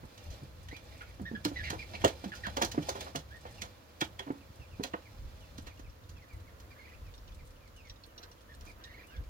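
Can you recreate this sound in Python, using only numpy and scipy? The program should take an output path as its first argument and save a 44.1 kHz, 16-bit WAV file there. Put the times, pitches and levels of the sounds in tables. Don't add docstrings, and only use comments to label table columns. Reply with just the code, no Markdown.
import sys
import numpy as np
from scipy import signal
from scipy.fft import rfft, irfft
from scipy.io import wavfile
from scipy.ndimage import uniform_filter1d

SR = 44100
rng = np.random.default_rng(int(sys.argv[2]) if len(sys.argv) > 2 else 0)


def master_out(mix):
    frames = np.transpose(np.atleast_2d(mix))
    ceiling = np.clip(frames, -1, 1)
    pcm = np.round(ceiling * 32767).astype(np.int16)
    wavfile.write(sys.argv[1], SR, pcm)


N = 409688
TIME = np.arange(N) / SR
FREQS = np.fft.rfftfreq(N, 1 / SR)
SIDES = np.array([[1], [-1]])
BRUSH_LEAD_S = .02

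# f/Hz, left minus right/dB
PORT_BALANCE = [(130, -5.5), (400, -2), (2400, -1.5), (4500, -7.5), (8500, 4.5), (11000, 10), (15500, 5)]


def slap(length, db, spray_db, hollow_db=2, brush_db=-21, fizz_db=-7.5):
    # f/Hz, width/Hz, level/dB
    hollow = [(1846, 68, 1), (2190, 23, -35), (2334, 86, -15), (2600, 69, -32), (3294, 220, 7),
              (3800, 96, 1)]
    t = np.arange(SR // 5) / SR - BRUSH_LEAD_S
    since_hit = np.maximum(t, 0)
    brush = undb(brush_db) * np.exp(-abs(t) / 0.0031)
    shape = swell_and_fade(since_hit, 0.21 * length, 0.34 * length) + brush
    crackle = grains(len(t), rate=11000, spread_db=2) * shape
    cupped = sum(undb(level + hollow_db) * ring(crackle, hz, width) for hz, width, level in hollow)
    smack = band(crackle + cupped, 640, 3020, order=3)
    spray = band(crackle, 3660, 6930, order=4)
    fine = crackle * np.exp(-since_hit / (5.9 * length))
    fizz = band(fine, 8600, 24000, order=3) + 0.27 * band(fine, 4300, 11900)
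    return (burst(smack, length, db) + burst(spray, length, db + spray_db)
            + burst(fizz, length, db + spray_db + fizz_db))


def slaps(spatter_delay_s=0.025, spatter_length_s=0.035, spatter_db=-21):
    # t/s, length/s, level/dB, spray compared with that level/dB
    hits = [(.176, 0.013, -57.5, -1), (0.299, 0.033, -66.5, 5.5), (0.685, 0.0094, -50.5, -7),
            (0.764, 0.012, -53, -4.5), (1.448, 0.011, -36.5, 1.5), (1.701, 0.0094, -38.5, -2),
            (2.016, .008, -45, -12), (2.046, 0.0047, -24, -5), (2.074, 0.019, -47, 1.5),
            (2.241, 0.016, -49.5, -5), (2.345, 0.043, -58, 2), (2.465, 0.009, -39, -8.5),
            (2.568, 0.0096, -38, -2), (2.617, 0.022, -33.5, -1.5), (2.646, .012, -46.5, 9),
            (2.715, 0.013, -47.5, 3), (2.822, 0.019, -53, -3), (2.889, 0.014, -45, 7.5),
            (2.948, 0.041, -55, -4), (3.006, 0.013, -45, -1), (3.157, 0.01, -40.5, 1.5),
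            (3.46, 0.027, -58, -11), (3.617, 0.011, -41, -1), (4.007, 0.006, -45, 5),
            (4.012, 0.0089, -29.5, -10), (4.192, 0.0091, -38, -11.5), (4.834, 0.012, -39.5, 0),
            (4.935, 0.0051, -44, -20), (5.579, 0.012, -55, 2.5), (5.663, 0.033, -54, -5.5),
            (5.791, 0.017, -64, 1), (6.09, .017, -67.5, 7), (6.599, 0.015, -63.5, 2),
            (8.608, 0.0085, -67, 8.5), (8.648, .06, -75, 7)]
    out = np.zeros(N)
    for s, length, db, spray_db in hits:
        start = s - BRUSH_LEAD_S
        add(out, start, slap(length, db, spray_db))
        add(out, start + spatter_delay_s, slap(spatter_length_s, db + spatter_db, spray_db))
    return out


def thumps(max_sag=0.68, soft_db=26, thud_db=-6):
    # t/s, length/s, f/Hz, thump/dB, board knock/dB
    landings = [(.03, 0.025, 142, -46.5, -57), (0.419, 0.034, 145, -47, -64),
                (0.727, 0.0066, 300, -44.5, -51), (1.196, 0.0086, 280, -44.5, -51),
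                (1.206, 0.043, 230, -42, -74), (1.313, 0.013, 245, -39.5, -53.5),
                (1.33, 0.039, 242, -40.5, -69), (1.453, 0.023, 308, -30.5, -40.5),
                (1.511, 0.022, 297, -43, -51.5), (1.704, 0.017, 158, -45.5, -43),
                (1.726, 0.031, 322, -48.5, -43), (1.935, 0.033, 201, -53, -47.5),
                (2.04, 0.01, 376, -27, -25), (2.046, 0.016, 561, -26.5, -29.5),
                (2.048, 0.014, 692, -22, -36), (2.055, 0.01, 364, -26.5, -38), (2.065, 0.02, 414, -43, -41),
                (2.238, 0.012, 280, -42.5, -44), (2.256, 0.031, 224, -39, -64),
                (2.468, 0.026, 206, -44, -43.5), (2.565, .036, 260, -45, -36.5),
                (2.612, 0.031, 238, -44, -31.5), (2.627, 0.023, 337, -35.5, -39),
                (2.741, 0.027, 230, -47, -47), (2.777, 0.016, 323, -27, -40.5),
                (2.79, 0.048, 168, -43.5, -58), (2.883, 0.036, 365, -55, -37.5),
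                (2.947, 0.05, 396, -54, -46.5), (3.062, 0.03, 377, -69, -47.5),
                (3.148, 0.022, 265, -44, -40), (3.155, 0.05, 156, -47, -55), (3.45, 0.02, 497, -49.5, -48),
                (3.617, 0.049, 214, -56.5, -52.5), (4.019, 0.014, 321, -33, -35),
                (4.195, 0.037, 385, -53.5, -50), (4.26, 0.077, 283, -47.5, -52),
                (4.303, 0.011, 288, -32, -46.5), (4.5, 0.017, 129, -55, -82), (4.595, 0.029, 148, -68, -69),
                (4.797, 0.0057, 263, -32, -45.5), (4.804, 0.018, 442, -40.5, -53),
                (4.84, 0.021, 260, -48, -44), (4.937, 0.014, 320, -38.5, -35),
                (5.586, 0.0062, 272, -42, -51), (5.666, .021, 303, -60, -55.5),
                (5.794, 0.011, 269, -52.5, -56)]
    # f/Hz, width/Hz, level/dB
    boards = [(502, 240, 3), (549, 17, -0.5), (701, 70, 3), (872, 113, 2.5), (940, 1300, -7)]
    out, t = np.zeros(N), np.arange(SR // 5) / SR
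    for s, length, hz, thump_db, knock_db in landings:
        softness = np.clip((thump_db - knock_db) / soft_db, 0, 1)
        pitch = hz * (1 - max_sag * softness ** 2 * np.tanh(t / (2.96 * length)))
        shape = swell_and_fade(t, 0.14 * length, 0.57 * length)
        note = np.sin(2 * np.pi * np.cumsum(pitch) / SR) * shape
        thud = band(rng.standard_normal(len(t)) * shape, 120, 325)
        thump = unit(note) + undb(thud_db) * unit(thud)
        push = rng.standard_normal(len(t)) * swell_and_fade(t, 0.11 * length, 0.59 * length)
        knock = sum(undb(db) * ring(push, f, width) for f, width, db in boards)
        add(out, s, burst(thump, length, thump_db) + burst(band(knock, 350, 1860), length, knock_db))
    return out


def voice(hz, hoarse):
    hoarse = np.clip(hoarse, 0, 1)
    shake = (.012 + .11 * hoarse ** 3) * wander(900, len(hz))
    flutter = (.15 + .8 * hoarse) * wander(600, len(hz))
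    phase = 2 * np.pi * np.cumsum(hz * (1 + shake)) / SR
    tone = np.sin(phase) + undb(-14) * np.sin(2 * phase) + undb(-25) * np.sin(3 * phase)
    hiss = band(rng.standard_normal(len(hz)), .75 * np.mean(hz), 2.2 * np.mean(hz), order=3)
    return unit(unit(tone * (1 + flutter)) + hoarse * undb(-4) * unit(hiss))


def call(length, hz, rise_oct, arch_oct, db, hoarse, warble_oct=0, warble_hz=21, fade=0.16):
    progress = np.linspace(0, 1, int(length * SR))
    glide = rise_oct * (progress - .5) - arch_oct * (2 * progress - 1) ** 2
    warble = warble_oct * progress * np.sin(2 * np.pi * warble_hz * length * progress)
    shape = signal.windows.tukey(len(progress), .25) * np.exp(-fade * progress)
    return burst(voice(hz * 2 ** (glide - warble), hoarse) * shape, length, db)


def ducklings(peep_fall_oct=0.35, peep_arch_oct=0.057, peep_hoarse=.33, faint_from_s=6.8):
    # t/s, length/s, f/Hz, level/dB
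    peeps = [(1.557, 0.063, 1890, -42), (2.318, 0.025, 1640, -43.5), (2.435, 0.03, 1718, -38.5),
             (3.471, 0.058, 1980, -65), (3.577, .037, 2610, -59), (4.407, 0.03, 2520, -67),
             (4.518, 0.028, 2980, -84), (4.594, 0.067, 2610, -64), (4.71, 0.05, 2620, -64.5),
             (5.053, 0.031, 2220, -61), (5.408, 0.046, 2870, -64.5), (5.696, 0.03, 2400, -64),
             (5.842, 0.037, 2450, -67), (6.157, .045, 2530, -67), (6.211, 0.039, 2060, -64),
             (6.292, .065, 2250, -64), (6.469, 0.032, 2100, -64.5), (6.702, 0.041, 2300, -63.5),
             (7.048, 0.05, 2480, -68), (7.389, 0.029, 2210, -64.5), (7.597, 0.095, 2310, -71),
             (7.757, 0.067, 2780, -62.5), (7.84, 0.078, 2100, -64), (8.07, .06, 2930, -73),
             (8.374, 0.029, 3060, -71)]
    # t/s, length/s, middle f/Hz, rise/octaves, level/dB, hoarseness (0 clear, 1 rasping)
    chirps = [(0.706, 0.07, 2320, 0.42, -53, .35), (0.892, 0.25, 2210, -0.042, -64, .95),
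              (1.005, 0.023, 1400, -.1, -47, 0.77), (1.251, 0.046, 1887, -0.023, -45.5, 0.13),
              (1.349, 0.019, 1706, -0.11, -42.5, 0.14), (1.629, 0.07, 2064, -0.2, -43, 0.88),
              (1.635, 0.057, 2780, -.07, -51.5, 0.4), (1.782, 0.056, 2418, -0.19, -48, 0.57),
              (1.933, .03, 2386, 0.053, -45, 1.13), (3.301, .084, 1830, .33, -55.5, 0.16),
              (6.754, 0.059, 1764, -0.15, -64.5, 0.21), (8.486, 0.049, 1860, -.07, -59, 0.3),
              (8.667, 0.045, 2450, -0.11, -57.5, 0.35), (8.8, .035, 1620, 0.17, -61.5, 0.59),
              (9.075, 0.1, 2690, -0.63, -65, 0.26), (9.101, 0.092, 1660, 0.044, -59.5, 0.4)]
    # t/s, length/s, middle f/Hz, rise/octaves, level/dB
    trills = [(6.767, .198, 2185, 0.093, -60.5), (8.819, .245, 1978, 0.39, -58.5)]
    out = np.zeros(N)
    for s, length, hz, db in peeps:
        hoarse = peep_hoarse + .005 * (db + 63)
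        add(out, s, call(length, hz, -peep_fall_oct, peep_arch_oct, db, hoarse))
    for s, length, hz, rise_oct, db, hoarse in chirps:
        add(out, s, call(length, hz, rise_oct, arch_oct=.21, db=db, hoarse=hoarse))
    for s, length, hz, rise_oct, db in trills:
        trill = call(length, hz, rise_oct, arch_oct=0, db=db, hoarse=.54, warble_oct=.26, fade=0.099)
        add(out, s, trill)
    for when, pitch in rng.random((4, 2)):
        hz = 2850 * 2 ** (.4 * (pitch - .5))
        faint_peep = call(0.023, hz, -peep_fall_oct, peep_arch_oct, db=-68, hoarse=peep_hoarse)
        add(out, faint_from_s + when * (TIME[-1] - faint_from_s), faint_peep)
    return out


def drop(hz, db, glide_per_s=8):
    t = np.arange(SR // 20) / SR
    bubble = np.sin(2 * np.pi * hz * t * (1 + glide_per_s * t / 2)) * swell_and_fade(t, 0.0013, 0.0036)
    crackle = grains(len(t), rate=6000, spread_db=1.4) * swell_and_fade(t, 0.0012, 0.0033)
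    splash = band(crackle, 2700, 6300, order=4)
    return burst(unit(bubble) + undb(1) * unit(splash), length=0.0052, db=db)


def drips(faint_db=-69, faint_from_s=4.6, faint_count=26):
    # t/s, f/Hz, level/dB
    clear_drops = [(7.138, 3620, -57), (7.178, 5270, -59.5), (7.276, 2970, -57.5), (7.319, 3370, -63),
                   (7.87, 2170, -59), (7.896, 5470, -48.5), (8.035, 4200, -53.5), (8.178, 5620, -48.5),
                   (8.228, 4020, -54.5), (8.232, 1500, -49), (8.314, 5600, -57), (8.609, 6000, -64.5),
                   (8.838, 3730, -49), (9.163, 3400, -58.5)]
    out = np.zeros(N)
    for s, hz, db in clear_drops:
        add(out, s, drop(hz, db))
    for when, pitch, size in rng.random((faint_count, 3)):
        s = faint_from_s + when * (TIME[-1] - faint_from_s)
        add(out, s, drop(1200 * 5 ** pitch, faint_db + 6 * size))
    return out


def paddling(patchy_db=2.0):
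    # t/s, level/dB
    stirring = [(5.8, -85), (6.15, -74), (6.6, -70), (7.2, -80), (7.7, -95), (8.25, -63), (8.45, -81),
                (8.65, -66), (8.9, -72), (9.2, -67.5), (9.29, -88)]
    db, = curve(stirring)
    slosh = unit(band(grains(N, rate=500, spread_db=4.4), 230, 500))
    lapping = unit(band(grains(N, rate=900, spread_db=2.5), 540, 1700))
    fizz = unit(band(grains(N, rate=5000, spread_db=2), 12000, 17000))
    return (undb(-1) * slosh + lapping + undb(-10) * fizz) * undb(db + patchy_db * wander(25))


def shuffle(patchy_db=1.6):
    # t/s, level/dB
    movement = [(0, -68.5), (.32, -59.5), (.55, -68), (.8, -63.5), (1.35, -68.5), (1.55, -58),
                (1.85, -58.5), (2.1, -55.5), (2.3, -59.5), (3.02, -53), (3.25, -68.5), (3.62, -59.5),
                (3.8, -70), (5.6, -66.5), (6, -78.5), (9.29, -86)]
    db, = curve(movement)
    grit = grains(N, rate=7000, spread_db=3.1)
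    rustle = unit(band(grit, 1220, 5580))
    fizz = unit(band(grit, 4500, 14300))
    low_scuff = unit(band(grit, 167, 710))
    return (rustle + undb(-10) * fizz + low_scuff) * undb(db + patchy_db * wander(45))


def ticks(softest_db=-71, range_db=8, count=70):
    out, t = np.zeros(N), np.arange(SR // 25) / SR
    for when, size, brightness in rng.random((count, 3)):
        grit = grains(len(t), rate=7000, spread_db=1.7) * swell_and_fade(t, 0.0033, 0.0022)
        tick = band(grit, 1200 + 4000 * brightness, 6000 + 10000 * brightness)
        add(out, when * TIME[-1], burst(tick, length=0.0078, db=softest_db + range_db * size))
    return out


def breeze(steady_db=2, gust_db=-2, eddy_db=2, stereo_width=0.23):
    # t/s, boom/dB, deep rumble/dB
    steady_wind = [(0.0, -83, -52), (0.18, -56.5, -67), (2.69, -52, -75), (3.96, -60.5, -76),
                   (5.28, -57.5, -70), (6.96, -56.5, -65), (7.14, -60, -52), (7.86, -62, -64),
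                   (9.03, -60, -63), (9.29, -59, -49)]
    # peak t/s, length/s, boom/dB, deep rumble/dB
    gusts = [(0.039, 0.033, -44, -61), (0.304, 0.064, -41, -45), (0.692, 0.065, -45.5, -53),
             (1.232, 0.036, -40.5, -60), (1.643, 0.2, -43, -51), (2.036, 0.051, -40.5, -58),
             (2.52, 0.14, -43.5, -68), (3.62, 0.041, -44.5, -62), (4.608, 0.028, -43, -66),
             (4.74, 0.058, -49.5, -51), (5.25, 0.12, -60, -41.5), (5.625, 0.13, -48, -51),
             (5.87, 0.087, -68, -47), (6.36, 0.035, -41, -57), (7.034, .12, -49.5, -50),
             (7.413, 0.037, -51, -50), (7.911, 0.037, -50.5, -48), (8.63, 0.1, -57, -47.5),
             (9.198, 0.051, -41.5, -38.5)]
    boom_hz, rumble_hz = (53.2, 104.7), (30.6, 62)
    power = undb(np.array(curve(steady_wind)) + steady_db + eddy_db * wander(14)) ** 2
    for s, length, *peak_db in gusts:
        swell = np.exp(-(2 * (TIME - s) / length) ** 2)
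        power += undb(np.array(peak_db)[:, None] + gust_db) ** 2 * swell
    out = 0
    for strength, (lo_hz, hi_hz) in zip(np.sqrt(power), [boom_hz, rumble_hz]):
        shared, difference = band(rng.standard_normal((2, N)), lo_hz, hi_hz)
        even_swirls = shared / np.sqrt(uniform_filter1d(shared ** 2, SR // 10) + 1e-12)
        out = out + strength * (even_swirls + stereo_width * unit(difference) * SIDES)
    return out


def garden(db=-59.5, port_delay_s=0.00075):
    # f/Hz, relative level/dB
    air_tone = [(76, -5), (130, -14.5), (250, -5.5), (400, -13), (510, -4), (780, -15), (1000, -10.5),
                (2000, -18.5), (5400, -26), (7200, -27), (8400, -36.5), (9400, -30.5), (11300, -35.5),
                (13500, -28.5), (16000, -31)]
    bass_cut = FREQS ** 2 / (FREQS ** 2 + 90 ** 2)
    noise = rfft(rng.standard_normal((2, N))) * undb(spectrum_db(air_tone)) * bass_cut
    alike = np.sinc(2 * FREQS * port_delay_s)
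    air = irfft(stereo(noise, alike) * side_gains(PORT_BALANCE), N)
    return unit(air) * undb(db + .4 * wander(3))


def pen(x, lag_ms, echo_db, echo_s, balance):
    t = np.arange(SR // 3) / SR
    decay_s = echo_s / np.log(1000)
    scatter = rng.standard_normal((2, len(t))) * swell_and_fade(t, 0.0013, decay_s)
    scatter /= np.sqrt(np.sum(scatter ** 2, axis=1, keepdims=True))
    alike = 1 / (1 + (FREQS / 550) ** 4)
    treble_cut = 1 / np.hypot(1, FREQS / 8000)
    echo = stereo(rfft(scatter, N), alike) / np.sqrt(2) * treble_cut
    direct = np.exp(-1j * np.pi * FREQS * SIDES * lag_ms / 1000)
    return irfft(rfft(x) * (direct + undb(echo_db) * echo) * side_gains(balance), N)


def undb(db):
    return 10 ** (np.asarray(db) / 20)


def unit(x):
    return x / np.sqrt(np.mean(x ** 2) + 1e-20)


def band(x, lo_hz, hi_hz, order=2):
    edges = [lo_hz, min(hi_hz, .45 * SR)]
    return signal.sosfilt(signal.butter(order, edges, "band", fs=SR, output="sos"), x)


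def ring(x, hz, width):
    return signal.lfilter(*signal.iirpeak(hz, hz / width, fs=SR), x)


def curve(rows):
    s, *columns = np.transpose(rows)
    return [np.interp(TIME, s, column) for column in columns]


def spectrum_db(points):
    hz, db = np.transpose(points)
    return np.interp(np.log(FREQS + 1), np.log(hz), db)


def side_gains(balance):
    return undb(SIDES * spectrum_db(balance) / 2)


def stereo(noises, alike):
    shared, difference = noises
    return shared * np.sqrt(1 + alike) + SIDES * difference * np.sqrt(1 - alike)


def wander(rate, size=N):
    step = max(int(SR / rate), 1)
    stairs = np.repeat(rng.standard_normal(size // step + 1), step)
    return 1.3 * uniform_filter1d(uniform_filter1d(stairs, step), step)[:size]


def grains(size, rate, spread_db):
    present = rng.random(size) < rate / SR
    clicks = present * rng.standard_normal(size)
    return unit(clicks * undb(spread_db * np.minimum(rng.exponential(size=size), 4)))


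def swell_and_fade(t, rise_s, decay_s):
    return (1 - np.exp(-(t / rise_s) ** 2)) * np.exp(-t / decay_s)


def burst(x, length, db):
    return x * undb(db) * np.sqrt(length * SR / (np.sum(x ** 2) + 1e-20))


def add(track, s, x):
    i = max(int(s * SR), 0)
    track[i:i + len(x)] += x[:N - i]


def scene():
    # f/Hz, left minus right/dB
    flock_side = [(100, 0.5), (200, -3.5), (700, -2.5), (2400, -4), (4500, -4.5), (6500, -9.5), (8500, 14),
                  (12000, 3.5), (15500, -3)]
    wet = undb(-1.23) * pen(slaps(), lag_ms=0.3997, echo_db=-1, echo_s=.1, balance=flock_side)
    weight = undb(1) * pen(thumps(), lag_ms=0.38, echo_db=-13, echo_s=0.25, balance=flock_side)
    fidgets = shuffle() + ticks()
    rustle = undb(-2) * pen(fidgets, lag_ms=0.408, echo_db=3, echo_s=0.059, balance=flock_side)
    calls = undb(-1) * pen(ducklings(), lag_ms=0.43, echo_db=-2.5, echo_s=0.16, balance=flock_side)
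    tub = pen(drips() + paddling(), lag_ms=-0.416, echo_db=0.5, echo_s=0.079, balance=PORT_BALANCE)
    return wet + weight + rustle + calls + tub + breeze() + garden()


def record(dry):
    return signal.sosfilt(signal.ellip(10, .2, 70, 16000, fs=SR, output="sos"), dry)


dry = scene()
out = record(dry)
master_out(out)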